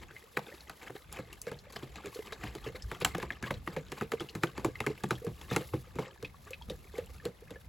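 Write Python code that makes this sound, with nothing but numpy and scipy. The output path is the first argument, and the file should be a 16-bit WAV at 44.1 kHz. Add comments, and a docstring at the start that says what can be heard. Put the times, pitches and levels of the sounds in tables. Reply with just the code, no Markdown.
"""A plastic bottle, held upside down, glugs water into a plastic bucket outdoors beside a plywood shed.
At each glug the thin wall snaps (cracking noise, a falling pop) and air rings in the neck as a wobbling tone.
Bubble tones and filtered noise make the splashing stream, drips and bloops; ticking noise makes plastic crinkle.
Short reflections come from ground and shed, over shaped noise for the rumble of open air and a few low thuds."""
import sys
import numpy as np
from scipy import signal
from scipy.fft import rfft, irfft
from scipy.io import wavfile
from scipy.ndimage import uniform_filter1d

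SR = 44100
rng = np.random.default_rng(int(sys.argv[2]) if len(sys.argv) > 2 else 0)


def log_audio(samples):
    """Write samples as a 16-bit WAV file to the path given in sys.argv[1]."""
    # one column per channel
    frames = np.atleast_2d(samples).T
    # limit to full scale, then quantise
    limited = np.clip(frames, -1, 1)
    pcm = np.round(limited * 32767).astype(np.int16)
    wavfile.write(sys.argv[1], SR, pcm)


N = 338688
TIME = np.arange(N) / SR
RING = TIME[:SR // 3]  # the time axis of one short sound

# Levels in the tables are relative: each function adds its own trim in dB.
# glugs, the wall snaps and air breaks in:
# [t/s, snap level/dB, snap f/Hz, crack level/dB, pocket level/dB, pocket f/Hz, bottle body level/dB]
GLUG_EVENTS = [(0.37, -31, 1440, -71, -38, 495, -51), (0.697, -43, 1000, -43, -63, 444, -68),
               (0.897, -49, 840, -74, -47.5, 500, -54.5), (1.189, -43, 1100, -50.5, -41, 530, -50.5),
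               (1.469, -42, 1310, -48.5, -36.5, 522, -56.5), (1.516, -44.5, 850, -48.5, -40, 533, -50.5),
               (1.761, -37.5, 1460, -57, -74, 586, -56), (1.827, -50, 900, -57, -40.5, 370, -54.5),
               (1.958, -48, 1810, -48.5, -61, 444.4, -57.5), (2.059, -50.5, 2010, -44, -39.5, 427, -56),
               (2.324, -42.5, 1050, -42.5, -46.5, 462, -80), (2.435, -38, 1440, -63, -45, 714, -48),
               (2.552, -45, 830, -45, -41, 400, -52), (2.662, -49.5, 2420, -64, -37, 450, -45.5),
               (2.915, -35, 1320, -48, -45, 437, -51), (3.017, -44.5, 1310, -52, -33, 487, -48.5),
               (3.0484, -21.5, 2570, -21, -46, 382.3, -49), (3.148, -35, 1050, -50, -38, 337, -51),
               (3.2, -41, 1550, -49.5, -47, 460, -59), (3.228, -33, 1660, -47, -36.5, 360, -48.5),
               (3.3046, -27.5, 1590, -68, -73, 400, -56), (3.427, -40.5, 1250, -40.5, -41.5, 392, -46.5),
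               (3.506, -34.5, 940, -50, -32, 597, -44.5), (3.674, -39.5, 1140, -63, -38, 355, -49),
               (3.765, -35, 860, -49, -29.5, 514, -46), (3.92, -39, 840, -40.5, -41, 365, -51),
               (4.011, -31.5, 1200, -46.5, -43, 440, -43.5), (4.119, -34, 1190, -37, -41, 473, -51),
               (4.206, -37, 1110, -43, -35.5, 355, -49), (4.352, -42, 850, -41, -41, 357, -45.5),
               (4.435, -27, 1300, -33.5, -30, 350, -43.5), (4.579, -34.5, 850, -44, -40.5, 375, -47.5),
               (4.647, -31, 820, -36, -25.5, 335, -42.5), (4.804, -31.5, 1790, -38.5, -40.5, 437, -48),
               (4.865, -29, 1463, -36, -29.5, 416, -39), (5.037, -38, 840, -39, -39.5, 420, -40),
               (5.108, -24, 1190, -35.5, -30.5, 377, -42), (5.267, -43, 1030, -51.5, -36, 460, -40),
               (5.512, -38, 1100, -53, -37, 463, -43.5), (5.563, -26.5, 1070, -29.5, -32, 456, -40.5),
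               (5.736, -35, 870, -71, -34.5, 490, -39.5), (5.956, -53, 890, -52, -42, 360, -48.5),
               (5.987, -32.5, 850, -53, -30.5, 430, -40.5), (6.227, -63, 2460, -45, -40.5, 498, -51),
               (6.7, -56, 860, -44, -37.5, 522, -50), (6.982, -56, 1120, -46, -31.5, 494, -57.5),
               (7.254, -52, 864, -40, -32, 478, -49), (7.507, -54, 1080, -47, -42, 524, -54.5)]
# tone colour of water sloshing around a bubble: [f/Hz, level/dB]
SLOSH_TONE = [(100, -36), (280, -18), (500, 7), (700, -9), (1100, -21.5), (2500, -18.5), (8000, -37)]

CRACK_LEAD_S = .0006  # the wall cracks just before it pops
SLAP_WETNESS = 0.18  # dB the slap loses per dB that the pocket is weaker than the snap
POCKET_LAG_S = 0.00204  # the pocket breaks off just after the snap
POCKET_WOBBLE, WOBBLE_HZ = 0.093, 53.3  # a fresh pocket changes shape: share of its pitch, rate
# a weaker pocket follows, typically at a slightly lower pitch: typical delay, level, typical pitch ratio
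SECOND_POCKET_S, SECOND_POCKET_DB, SECOND_POCKET_PITCH_RATIO = .038, -18, 0.97
BODY_ATTACK_S = 0.0025  # the heavy bottle takes a moment to swing
# water let out per glug: level for a 0 dB snap, dB per dB of snap, delay, half length
SLUG_DB, SLUG_GROWTH, SLUG_LAG_S, SLUG_HALF_S = -42, 0.36, 0.016, 0.024
CHURN_S = 0.024  # stirred water goes on gurgling after a slug
CHURN_KEEP = np.exp(-1 / (CHURN_S * SR))  # share of the churning left after one sample
# thrown droplets: level of the earliest against the snap, longest flight, lowest and highest pitch
FLUNG_DB, FLUNG_S, FLUNG_LOW_HZ, FLUNG_HIGH_HZ = -18, .075, 1530, 4630
DROP_GLIDE, DROP_GLIDE_SCATTER = .03, .06  # bend in pitch: average and spread, as natural log of a ratio
DROP_ECHO_S, DROP_ECHO_DB = 0.011, -16  # the shed wall answers each plink
RUMBLE_SWING_DB, RUMBLE_SWINGS_PER_S = 3.5, 7.7  # spread and rate of the random changes in level
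TOP_HZ = 16300


def undb(db):
    """Turn decibels into gain, the number a sound is multiplied by."""
    return 10 ** (np.asarray(db) / 20)


def unit(x):
    """Scale a sound to an average strength (rms) of 1."""
    return x / np.sqrt(np.mean(x ** 2))


def add(track, s, sound):
    """Mix a sound into a track at time s."""
    i = max(int(s * SR), 0)
    track[i:i + len(sound)] += sound[:max(N - i, 0)]


def gains(points, size):
    """Draw lines between (f/Hz, level/dB) points to get a gain for each frequency of a spectrum."""
    hz, db = np.transpose(points)
    return undb(np.interp(np.log(np.fft.rfftfreq(size, 1 / SR) + 1), np.log(hz), db))


def colour(x, points):
    """Filter a sound by an outline of (f/Hz, level/dB) points."""
    return irfft(rfft(x) * gains(points, len(x)), len(x))


def walk(rate):
    """Wander smoothly at random, with a spread near 1."""
    k = int(SR / rate)
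    steps = np.repeat(rng.standard_normal(N // k + 1), k)
    return unit(uniform_filter1d(steps, k)[:N])


def fade(t60, t=RING):
    """Die away exponentially, by 60 dB in t60 seconds."""
    return np.exp(-np.log(1000) * t / t60)


def bubble(hz, t60, glide, glide_s, attack_s, t=RING):
    """A pocket of air rings; its pitch starts off by the factor exp(-glide) and settles."""
    pitch = hz * np.exp(-glide * np.exp(-t / glide_s))
    tone = np.sin(2 * np.pi * np.cumsum(pitch) / SR)
    return tone * fade(t60, t) * (1 - np.exp(-(t / attack_s) ** 2))


def snaps(ring_db=8, slap_db=0, slap_scatter=0.16, ragged_db=6.5, crack_db=6, crinkle_db=-16):
    """Pressure flips the wall: a crack, a pop that drops in pitch, a wet slap and a short crinkle."""
    # tone colour of the cracking plastic: [f/Hz, level/dB]
    crack_tone = [(300, 4.5), (1200, 6), (2800, 1), (4100, 3.5), (5500, -3), (7500, 1), (10000, -2),
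                  (16000, -10.5)]
    # the wet slap darkens as it dies, band by band: [f/Hz, level/dB, typical t60/s]
    slap_bands = [(583, -13, 0.078), (860, -4, 0.064), (1390, 0.5, 0.025), (2100, 2, 0.021),
                  (3010, -5.5, 0.014), (4040, -24.5, 0.0049)]
    out = np.zeros(N)
    for s, db, hz, sharp_db, pocket_db, *_ in GLUG_EVENTS:
        ring = bubble(hz, t60=0.013, glide=-0.32, glide_s=0.0017, attack_s=0.00028)
        lengths = np.exp(slap_scatter * rng.standard_normal(len(slap_bands)))
        slap = sum(undb(band_db) * burst(band_hz, t60 * k)
                   for (band_hz, band_db, t60), k in zip(slap_bands, lengths))
        # the slap comes in uneven spurts, about 350 a second
        spurts = RING[::SR // 350]
        slap = slap * undb(ragged_db * np.interp(RING, spurts, rng.standard_normal(len(spurts))))
        slap = slap * (1 - np.exp(-RING / 0.0019))
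        wet_db = slap_db + SLAP_WETNESS * min(pocket_db - db, 0)
        add(out, s, undb(db) * (undb(ring_db) * ring + undb(wet_db) * slap))

        crack = undb(crack_db) * grit(crack_tone, spread_db=2.0) * fade(0.015)
        crinkle = undb(crinkle_db) * grit(crack_tone, spread_db=3.5) * fade(0.18)
        add(out, s - CRACK_LEAD_S, undb(sharp_db) * (crack + crinkle))
    return out


def burst(hz, t60):
    """A band of noise about an octave wide that dies away."""
    band = [(hz / 2, -30), (hz / 1.2, 0), (hz * 1.2, 0), (hz * 2, -30)]
    noise = colour(rng.standard_normal(len(RING)), band)
    decay = fade(t60)
    return unit(noise * decay) * np.sqrt(np.mean(decay ** 2))


def grit(points, spread_db):
    """Dense ticks of uneven size, filtered by an outline of (f/Hz, level/dB) points."""
    sizes = undb(spread_db * np.minimum(rng.exponential(size=len(RING)), 5))
    ticks = rng.standard_normal(len(RING)) * sizes
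    return unit(colour(ticks, points))


def gulps(pocket_db=8, body_db=-2, slosh_db=-8, heave_db=-3, intake_db=-13, stir_db=-9, gurgle_db=-15):
    """Air breaks off in the neck as a wobbling pocket, shaking the bottle and shedding small bubbles."""
    # the water-laden bottle swings at these pitches: [typical f/Hz, typical level/dB, t60/s]
    body_modes = [(124, 8.5, 0.21), (157.7, 10, 0.17), (201.8, 10.5, 0.14), (252, 11.5, 0.093),
                  (331.7, 9, 0.12)]
    # tone colour of the deep heave of water: [f/Hz, level/dB]
    heave_tone = [(40, -46), (85, 16.5), (160, -37), (280, 1.5), (500, -10), (1500, -70)]
    out = np.zeros(N)
    lead = int(0.041 * SR)
    for s, db, hz, low_db in pockets():
        wobble = np.exp(POCKET_WOBBLE * np.sin(2 * np.pi * (WOBBLE_HZ * RING + rng.random())))
        pocket = bubble(hz * wobble, t60=0.061, glide=0.072, glide_s=0.0064, attack_s=0.0017)
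        body = modes(body_modes, scatter=0.1182) * (1 - np.exp(-RING / BODY_ATTACK_S))
        add(out, s, undb(db + pocket_db) * pocket + undb(low_db + body_db) * body)

        slosh = unit(colour(rng.standard_normal(len(RING)), SLOSH_TONE))
        heave = unit(colour(rng.standard_normal(len(RING)), heave_tone))
        water = undb(db + slosh_db) * slosh + undb(low_db + heave_db) * heave
        add(out, s, water * fade(0.15) * (1 - np.exp(-RING / 0.0004)))

        # the water already stirs while the pocket is forming: a backwards fade
        stir = undb(intake_db) * water + undb(low_db + stir_db) * heave
        add(out, s - lead / SR, (stir * fade(0.11))[:lead][::-1])

        for late, size, strength in rng.random((5, 3)):
            small_hz = 550 * 4 ** size
            small = bubble(small_hz, t60=45 / small_hz, glide=0.307, glide_s=0.03, attack_s=0.0072)
            add(out, s + 0.0053 + 0.036 * late, undb(db + gurgle_db - 10 * late) * strength * small)
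    return out


def pockets():
    """Each glug lets in an air pocket, then a weaker one: (t/s, level/dB, f/Hz, bottle body level/dB)."""
    chance = rng.standard_normal((len(GLUG_EVENTS), 2))
    for (s, *_, db, hz, low_db), (late, detune) in zip(GLUG_EVENTS, chance):
        yield s + POCKET_LAG_S, db, hz, low_db
        yield (s + SECOND_POCKET_S * np.exp(.15 * late), db + SECOND_POCKET_DB,
               hz * SECOND_POCKET_PITCH_RATIO * np.exp(0.11 * detune), low_db + SECOND_POCKET_DB)


def modes(table, scatter):
    """A struck body rings at several pitches; the shifting water changes them and their levels each time."""
    total = 0
    for (hz, db, t60), (a, b, c) in zip(table, rng.standard_normal((len(table), 3))):
        tone = np.sin(2 * np.pi * hz * np.exp(scatter * a) * RING)
        total = total + np.sign(c) * undb(db + 2 * b) * tone * fade(t60)
    return total


def stream(trickle_db=-1.5, slug_db=-2, wash_db=-9, gurgle_db=-8.5, spray_db=3, slug_spray_db=-13,
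           flutter_db=2, sputter_db=2.5):
    """Falling water churns up bubbles and throws a fine spray; each slug makes both swell and leaves a gurgle."""
    # the thin stream between the slugs: [t/s, trickle level/dB, fine spray level/dB]
    stream_levels = [(0.0, -61, -74), (0.3, -63.5, -68.5), (0.75, -64, -66), (0.9, -62.5, -68.5),
                     (1.281, -60, -70.5), (1.56, -62.5, -75), (2.12, -55.5, -64.5), (2.7, -57.5, -68),
                     (2.86, -62.5, -68.5), (3.101, -54, -68.5), (3.38, -60, -73), (3.52, -55, -69),
                     (3.7, -58, -66), (3.84, -63.5, -73), (4.021, -60.5, -66.5), (5.05, -57.5, -69.5),
                     (5.33, -62, -64), (5.6, -56.5, -61), (5.819, -63, -64.5), (6.05, -62, -77),
                     (6.39, -67, -68), (6.89, -64, -69), (7.68, -66, -72.5)]
    # tone colours of the splash, the spray and the gurgle: [f/Hz, level/dB]
    splash_tone = [(120, -19), (200, 2.5), (549, -11), (680, -15), (1220, -9), (1350, -14), (2090, -10),
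                   (4850, -21), (6000, -27), (7800, -16), (13200, -120)]
    spray_tone = [(1800, -22), (3500, 18.5), (5000, 15.5), (7000, 12.5), (11000, 18.5), (16000, 16)]
    gurgle_tone = [(600, 3), (1400, -1), (3200, -4)]
    s, *columns = np.transpose(stream_levels)
    trickle, mist = (undb(np.interp(TIME, s, c) + sputter_db * walk(24)) for c in columns)
    swell = slugs()
    thin = undb(trickle_db) * trickle
    fizz = bubble_cloud(thin, count=7000, low_hz=378, high_hz=7710, cycles=34)
    fizz = unit(colour(fizz, splash_tone))
    flow = np.hypot(undb(-18) * thin, undb(slug_db) * swell)
    cloud = bubble_cloud(flow, count=3500, low_hz=384.7, high_hz=7490, cycles=33.5)
    cloud = unit(colour(cloud, splash_tone))
    wash = unit(colour(rng.standard_normal(N), splash_tone))
    ticks = rng.standard_normal(N) * undb(3.5 * np.minimum(rng.exponential(size=N), 7))
    # the churning follows the flow but dies down slowly
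    churn = signal.lfilter([1 - CHURN_KEEP], [1, -CHURN_KEEP], flow)
    gurgle = bubble_cloud(churn, count=1800, low_hz=512, high_hz=3210, cycles=53)
    gurgle = unit(colour(gurgle, gurgle_tone))
    splash = thin * (fizz + undb(-6.5) * wash)
    splash += flow * (cloud + undb(wash_db) * wash)
    splash += undb(gurgle_db) * churn * gurgle
    spray_level = np.hypot(undb(spray_db) * mist, undb(slug_spray_db) * swell)
    spray = spray_level * unit(colour(ticks, spray_tone))
    return (splash + spray) * undb(flutter_db * walk(130))


def slugs():
    """Strength of the water landing over time: a small slug after every glug, and the big ones."""
    # the biggest slugs of water land in the bucket: [centre t/s, level/dB, half length/s]
    big_slugs = [(0.032, -47.5, 0.013), (0.371, -38, 0.0045), (0.491, -53.5, 0.082), (0.829, -45.5, 0.018),
                 (0.871, -46, 0.014), (0.961, -49, 0.013), (1.158, -46, 0.036), (1.486, -45, .01),
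                 (1.705, -51, .01), (1.734, -46, .008), (1.765, -42, .009), (1.837, -48.5, .014),
                 (2.264, -48, 0.014), (2.437, -43, .018), (2.478, -44, 0.018), (2.666, -46, 0.025),
                 (2.762, -46, 0.013), (2.933, -47, 0.025), (3.022, -37.5, 0.013), (3.228, -44, 0.013),
                 (3.469, -43.5, .023), (3.736, -50, 0.023), (3.982, -45.5, 0.019), (4.216, -48, 0.018),
                 (4.433, -40, .007), (5.416, -47, 0.0059), (5.527, -41, .03), (5.614, -48.5, .019),
                 (6.02, -48, .035), (6.475, -49.5, 0.012), (6.961, -49.5, 0.029), (7.258, -45, .013)]
    power = np.zeros(N)
    let_out = [(s + SLUG_LAG_S, SLUG_DB + SLUG_GROWTH * db, SLUG_HALF_S) for s, db, *_ in GLUG_EVENTS]
    for s, db, half in big_slugs + let_out:
        t = np.arange(-3 * half, 3 * half, 1 / SR)
        t = t[s + t >= 0]
        add(power, s + t[0], (undb(db) * np.exp(-(t / half) ** 2)) ** 2)
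    return np.sqrt(power)


def bubble_cloud(flow, count, low_hz, high_hz, cycles):
    """Countless small bubbles, crowding where the flow is strong: most are faint, a few stand out."""
    out = np.zeros(N)
    chance = rng.random((count, 4))
    starts = np.searchsorted(np.cumsum(flow) / flow.sum(), chance[:, 0]) / SR
    for s, (_, size, strength, life) in zip(starts, chance):
        hz = low_hz * (high_hz / low_hz) ** size
        t60 = cycles * (.5 + life) / hz
        height = hz ** .85 / (.11 + strength) ** .8
        add(out, s, height * bubble(hz, t60, 0.11, t60 / 2, 1.3 / hz, RING[:int(t60 * SR)]))
    # even out the crowding, since the caller multiplies by the flow
    return unit(out / np.sqrt(uniform_filter1d(flow, SR // 50)))


def bloops(bloop_db=0, rise=0.23, slosh_db=-13):
    """Large trapped bubbles each rise in pitch by their own amount and stir the water around them."""
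    # big bubbles bloop up in the bucket: [t/s, level/dB, f/Hz, t60/s]
    bloop_events = [(.372, -24, 433, 0.04), (0.482, -42, 583, 0.083), (0.52, -40, 607, 0.064),
                    (0.953, -33.5, 434, 0.031), (1.668, -44, 590, 0.066), (2.045, -35.5, 463, 0.063),
                    (2.08, -36, 427, 0.033), (2.158, -33.5, 537, 0.077), (2.19, -27, 440, 0.052),
                    (2.69, -46, 422, 0.077), (2.747, -38.5, 516, 0.11), (3.183, -22, 530, 0.025),
                    (4.022, -30, 466, 0.098), (4.136, -19, 474, 0.048), (4.683, -28.5, 450, 0.035),
                    (4.902, -26, 436, 0.067), (5.055, -43, 380, .04), (5.217, -41, 585, 0.12),
                    (5.244, -33.5, 482, 0.13), (5.525, -27.5, 186, 0.11), (5.608, -33.5, 530, 0.096),
                    (6.068, -44, 536, 0.14), (6.506, -38, 547, 0.11), (6.685, -39, 211, 0.1),
                    (6.715, -39, 514, 0.095), (6.94, -41.5, 511, 0.15), (7.283, -34.5, 173, 0.043),
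                    (7.421, -43, 528, 0.07), (7.559, -40.5, 550, 0.067)]
    out = np.zeros(N)
    for (s, db, hz, t60), steep in zip(bloop_events, rng.random(len(bloop_events))):
        ring = bubble(hz, t60, glide=2 * rise * steep, glide_s=0.1 * t60, attack_s=0.0016)
        slosh = unit(colour(rng.standard_normal(len(RING)), SLOSH_TONE)) * fade(t60)
        add(out, s, undb(db + bloop_db) * (ring + undb(slosh_db) * slosh))
    return out


def drops(drop_db=3.0, spatter_db=-15):
    """A drop spatters and traps a bubble that plinks with its own bend in pitch; small ones die sooner."""
    # the clearest drops trap a bubble in the bucket: [t/s, level/dB, f/Hz]
    clear_drops = [(0.164, -38, 2030), (0.606, -42.5, 4220), (1.327, -40, 2750), (1.588, -42.5, 4640),
                   (1.764, -37, 3070), (1.958, -42.5, 2460), (2.037, -47, 1410), (2.127, -50, 1170),
                   (2.147, -37, 4800), (2.33, -35.5, 4150), (2.641, -40.5, 3570), (2.822, -35, 5360),
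                   (3.02, -38, 3320), (3.0485, -27, 1494), (3.23, -37.5, 1000), (3.321, -39, 3400),
                   (3.438, -33, 1674), (3.44, -37, 2280), (3.477, -39, 1160), (3.54, -37.5, 3620),
                   (3.764, -38, 2190), (3.92, -45, 1766), (4.1195, -32, 2060), (4.198, -33.5, 3280),
                   (4.21, -39, 3260), (4.288, -37, 3050), (4.294, -38.5, 3980), (4.4705, -40, 3200),
                   (4.491, -49, 1120), (4.755, -34.5, 2040), (4.84, -40.5, 1246), (5.108, -33, 3970),
                   (5.153, -40, 3700), (5.502, -37, 3660), (5.53, -37, 2440), (6.2475, -29.5, 2590),
                   (6.343, -48.5, 1150), (6.5325, -32, 2580), (6.541, -40, 2570), (6.613, -46, 983),
                   (6.621, -41, 3440), (6.698, -31, 3810), (7.199, -45, 1850), (7.5579, -43.5, 1730)]
    out = np.zeros(N)
    for s, db, hz in clear_drops + flung_drops(count=3):
        glide = DROP_GLIDE + DROP_GLIDE_SCATTER * rng.standard_normal()
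        plink = bubble(hz, t60=60 / hz, glide=glide, glide_s=.006, attack_s=.001)
        add(out, s + DROP_ECHO_S, undb(db + drop_db + DROP_ECHO_DB) * plink)
        band = [(hz / 3, -22), (hz, 0), (hz * 1.5, -7), (hz * 3, -28)]
        spatter = unit(colour(rng.standard_normal(len(RING)), band))
        add(out, s, undb(db + drop_db) * (plink + undb(spatter_db) * spatter * fade(0.064)))
    return out


def flung_drops(count):
    """Every glug throws a few droplets; the later they land, the fainter: (t/s, level/dB, f/Hz)."""
    return [(s + FLUNG_S * late,
             db + FLUNG_DB - 7 * late,
             FLUNG_LOW_HZ * (FLUNG_HIGH_HZ / FLUNG_LOW_HZ) ** size)
            for s, db, *_ in GLUG_EVENTS for late, size in rng.random((count, 2))]


def crinkles(crinkle_db=4, rustle_db=-16):
    """Tiny creases in the plastic give way with a bright tick and a brief rustle."""
    # the gripped plastic crinkles: [t/s, level/dB]
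    crinkle_events = [(1.126, -41.5), (1.3286, -44), (1.4163, -37), (1.724, -44), (2.1455, -48),
                      (3.003, -49), (3.181, -44.5), (3.663, -50), (5.088, -48.5), (5.247, -46),
                      (6.507, -48.5), (7.06, -52)]
    # tone colour of the crinkling: [f/Hz, level/dB]
    crinkle_tone = [(800, -31), (3000, 13), (7000, 24), (11000, 26), (16000, 15)]
    out = np.zeros(N)
    shape = fade(.012) + undb(rustle_db) * fade(0.087)
    for s, db in crinkle_events:
        add(out, s, undb(db + crinkle_db) * grit(crinkle_tone, spread_db=6.5) * shape)
    return out


def yard(x, scatter_db=-13, tail_db=-19, tail_t60=0.23):
    """The shed returns two distinct echoes amid scattered ones; open air leaves only a brief tail."""
    # reflections from the plywood door and the back of the shed: [delay t/s, level/dB]
    shed_echoes = [(.0066, -22.5), (0.0173, -32)]
    scatter = rng.standard_normal(len(RING)) * fade(0.037) * (RING > .002)
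    early = undb(scatter_db) * scatter / np.linalg.norm(scatter)
    for delay, db in shed_echoes:
        early[int(delay * SR)] += undb(db)
    tail_tone = [(100, -0.5), (2000, 3.0), (6000, 1.0), (15000, 6.0)]
    out = []
    # left and right share the early echoes but have their own tails
    for noise in rng.standard_normal((2, len(RING))):
        tail = colour(noise, tail_tone) * fade(tail_t60) * (RING > .012)
        response = early + undb(tail_db) * tail / np.linalg.norm(tail)
        out.append(x + signal.fftconvolve(x, response)[:N])
    return np.array(out)


def ports(pair):
    """The two microphone ports agree in phase in the bass, and drift apart in the treble."""
    # level balance of the ports: [f/Hz, left minus right level/dB]
    port_balance = [(100, -1), (200, 2), (380, -3), (700, 1.5), (1300, 1.5), (2400, 1.5), (4400, 2),
                    (9000, 0.5)]
    # how far the left port leads: [f/Hz, phase/rad]
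    port_phase = [(0, 0), (4500, 0.2), (7500, -.3), (9000, -3.5), (13700, -9), (16000, -11)]
    # each side takes half of the difference
    tilt = np.sqrt(gains(port_balance, N))
    lead = np.exp(.5j * np.interp(np.fft.rfftfreq(N, 1 / SR), *np.transpose(port_phase)))
    return irfft(rfft(pair) * np.array([tilt * lead, 1 / (tilt * lead)]), N)


def open_air(rumble_db=5, side_db=-11, hiss_db=-66):
    """Filtered noise gives a wavering low rumble and a faint distant hiss; low tones give a few soft thuds."""
    # low rumble of the open air over time: [t/s, level/dB]
    rumble_levels = [(0.0, -65.5), (0.96, -65), (2.2, -60.5), (2.87, -56), (3.6, -62), (4.96, -59.5),
                     (5.22, -61), (7.68, -61)]
    # tone colour of the rumble: [f/Hz, level/dB]
    rumble_tone = [(20, -24), (40, -6), (62, 3), (100, -6), (180, -11), (400, -31.5), (1000, -84)]
    # soft low thuds: [t/s, level/dB, f/Hz]
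    thud_events = [(2.392, -42, 59), (2.473, -37, 58.5), (2.619, -39, 55.5), (2.832, -29, 56.4),
                   (2.842, -37, 92), (3.25, -37, 62), (6.92, -43, 60.3)]
    mid, side = (unit(colour(n, rumble_tone)) for n in rng.standard_normal((2, N)))
    # the side part has opposite sign left and right, which widens the rumble
    low = mid + undb(side_db) * side * np.array([[1], [-1]])
    low = low * undb(np.interp(TIME, *np.transpose(rumble_levels)) + rumble_db)
    low = low * undb(RUMBLE_SWING_DB * walk(RUMBLE_SWINGS_PER_S))
    thuds = np.zeros(N)
    for s, db, hz in thud_events:
        add(thuds, s, undb(db + 6) * bubble(hz, t60=.17, glide=-.1, glide_s=.03, attack_s=.018))
    hiss_tone = [(100, -41.0), (500, -13.0), (2000, -22.5), (6000, -32), (16000, -69)]
    hiss = [unit(colour(n, hiss_tone)) for n in rng.standard_normal((2, N))]
    return low + thuds + undb(hiss_db) * np.array(hiss)


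def scene():
    """Bottle and bucket sound in the yard, over the open air."""
    bottle = snaps() + crinkles() + gulps()
    bucket = drops() + bloops() + stream()
    return ports(yard(bottle + bucket)) + open_air()


def record(dry):
    """The recorder cuts the top of the treble with a steep filter."""
    return signal.sosfilt(signal.ellip(8, .2, 70, TOP_HZ, fs=SR, output="sos"), dry)


dry = scene()
out = record(dry)
log_audio(out)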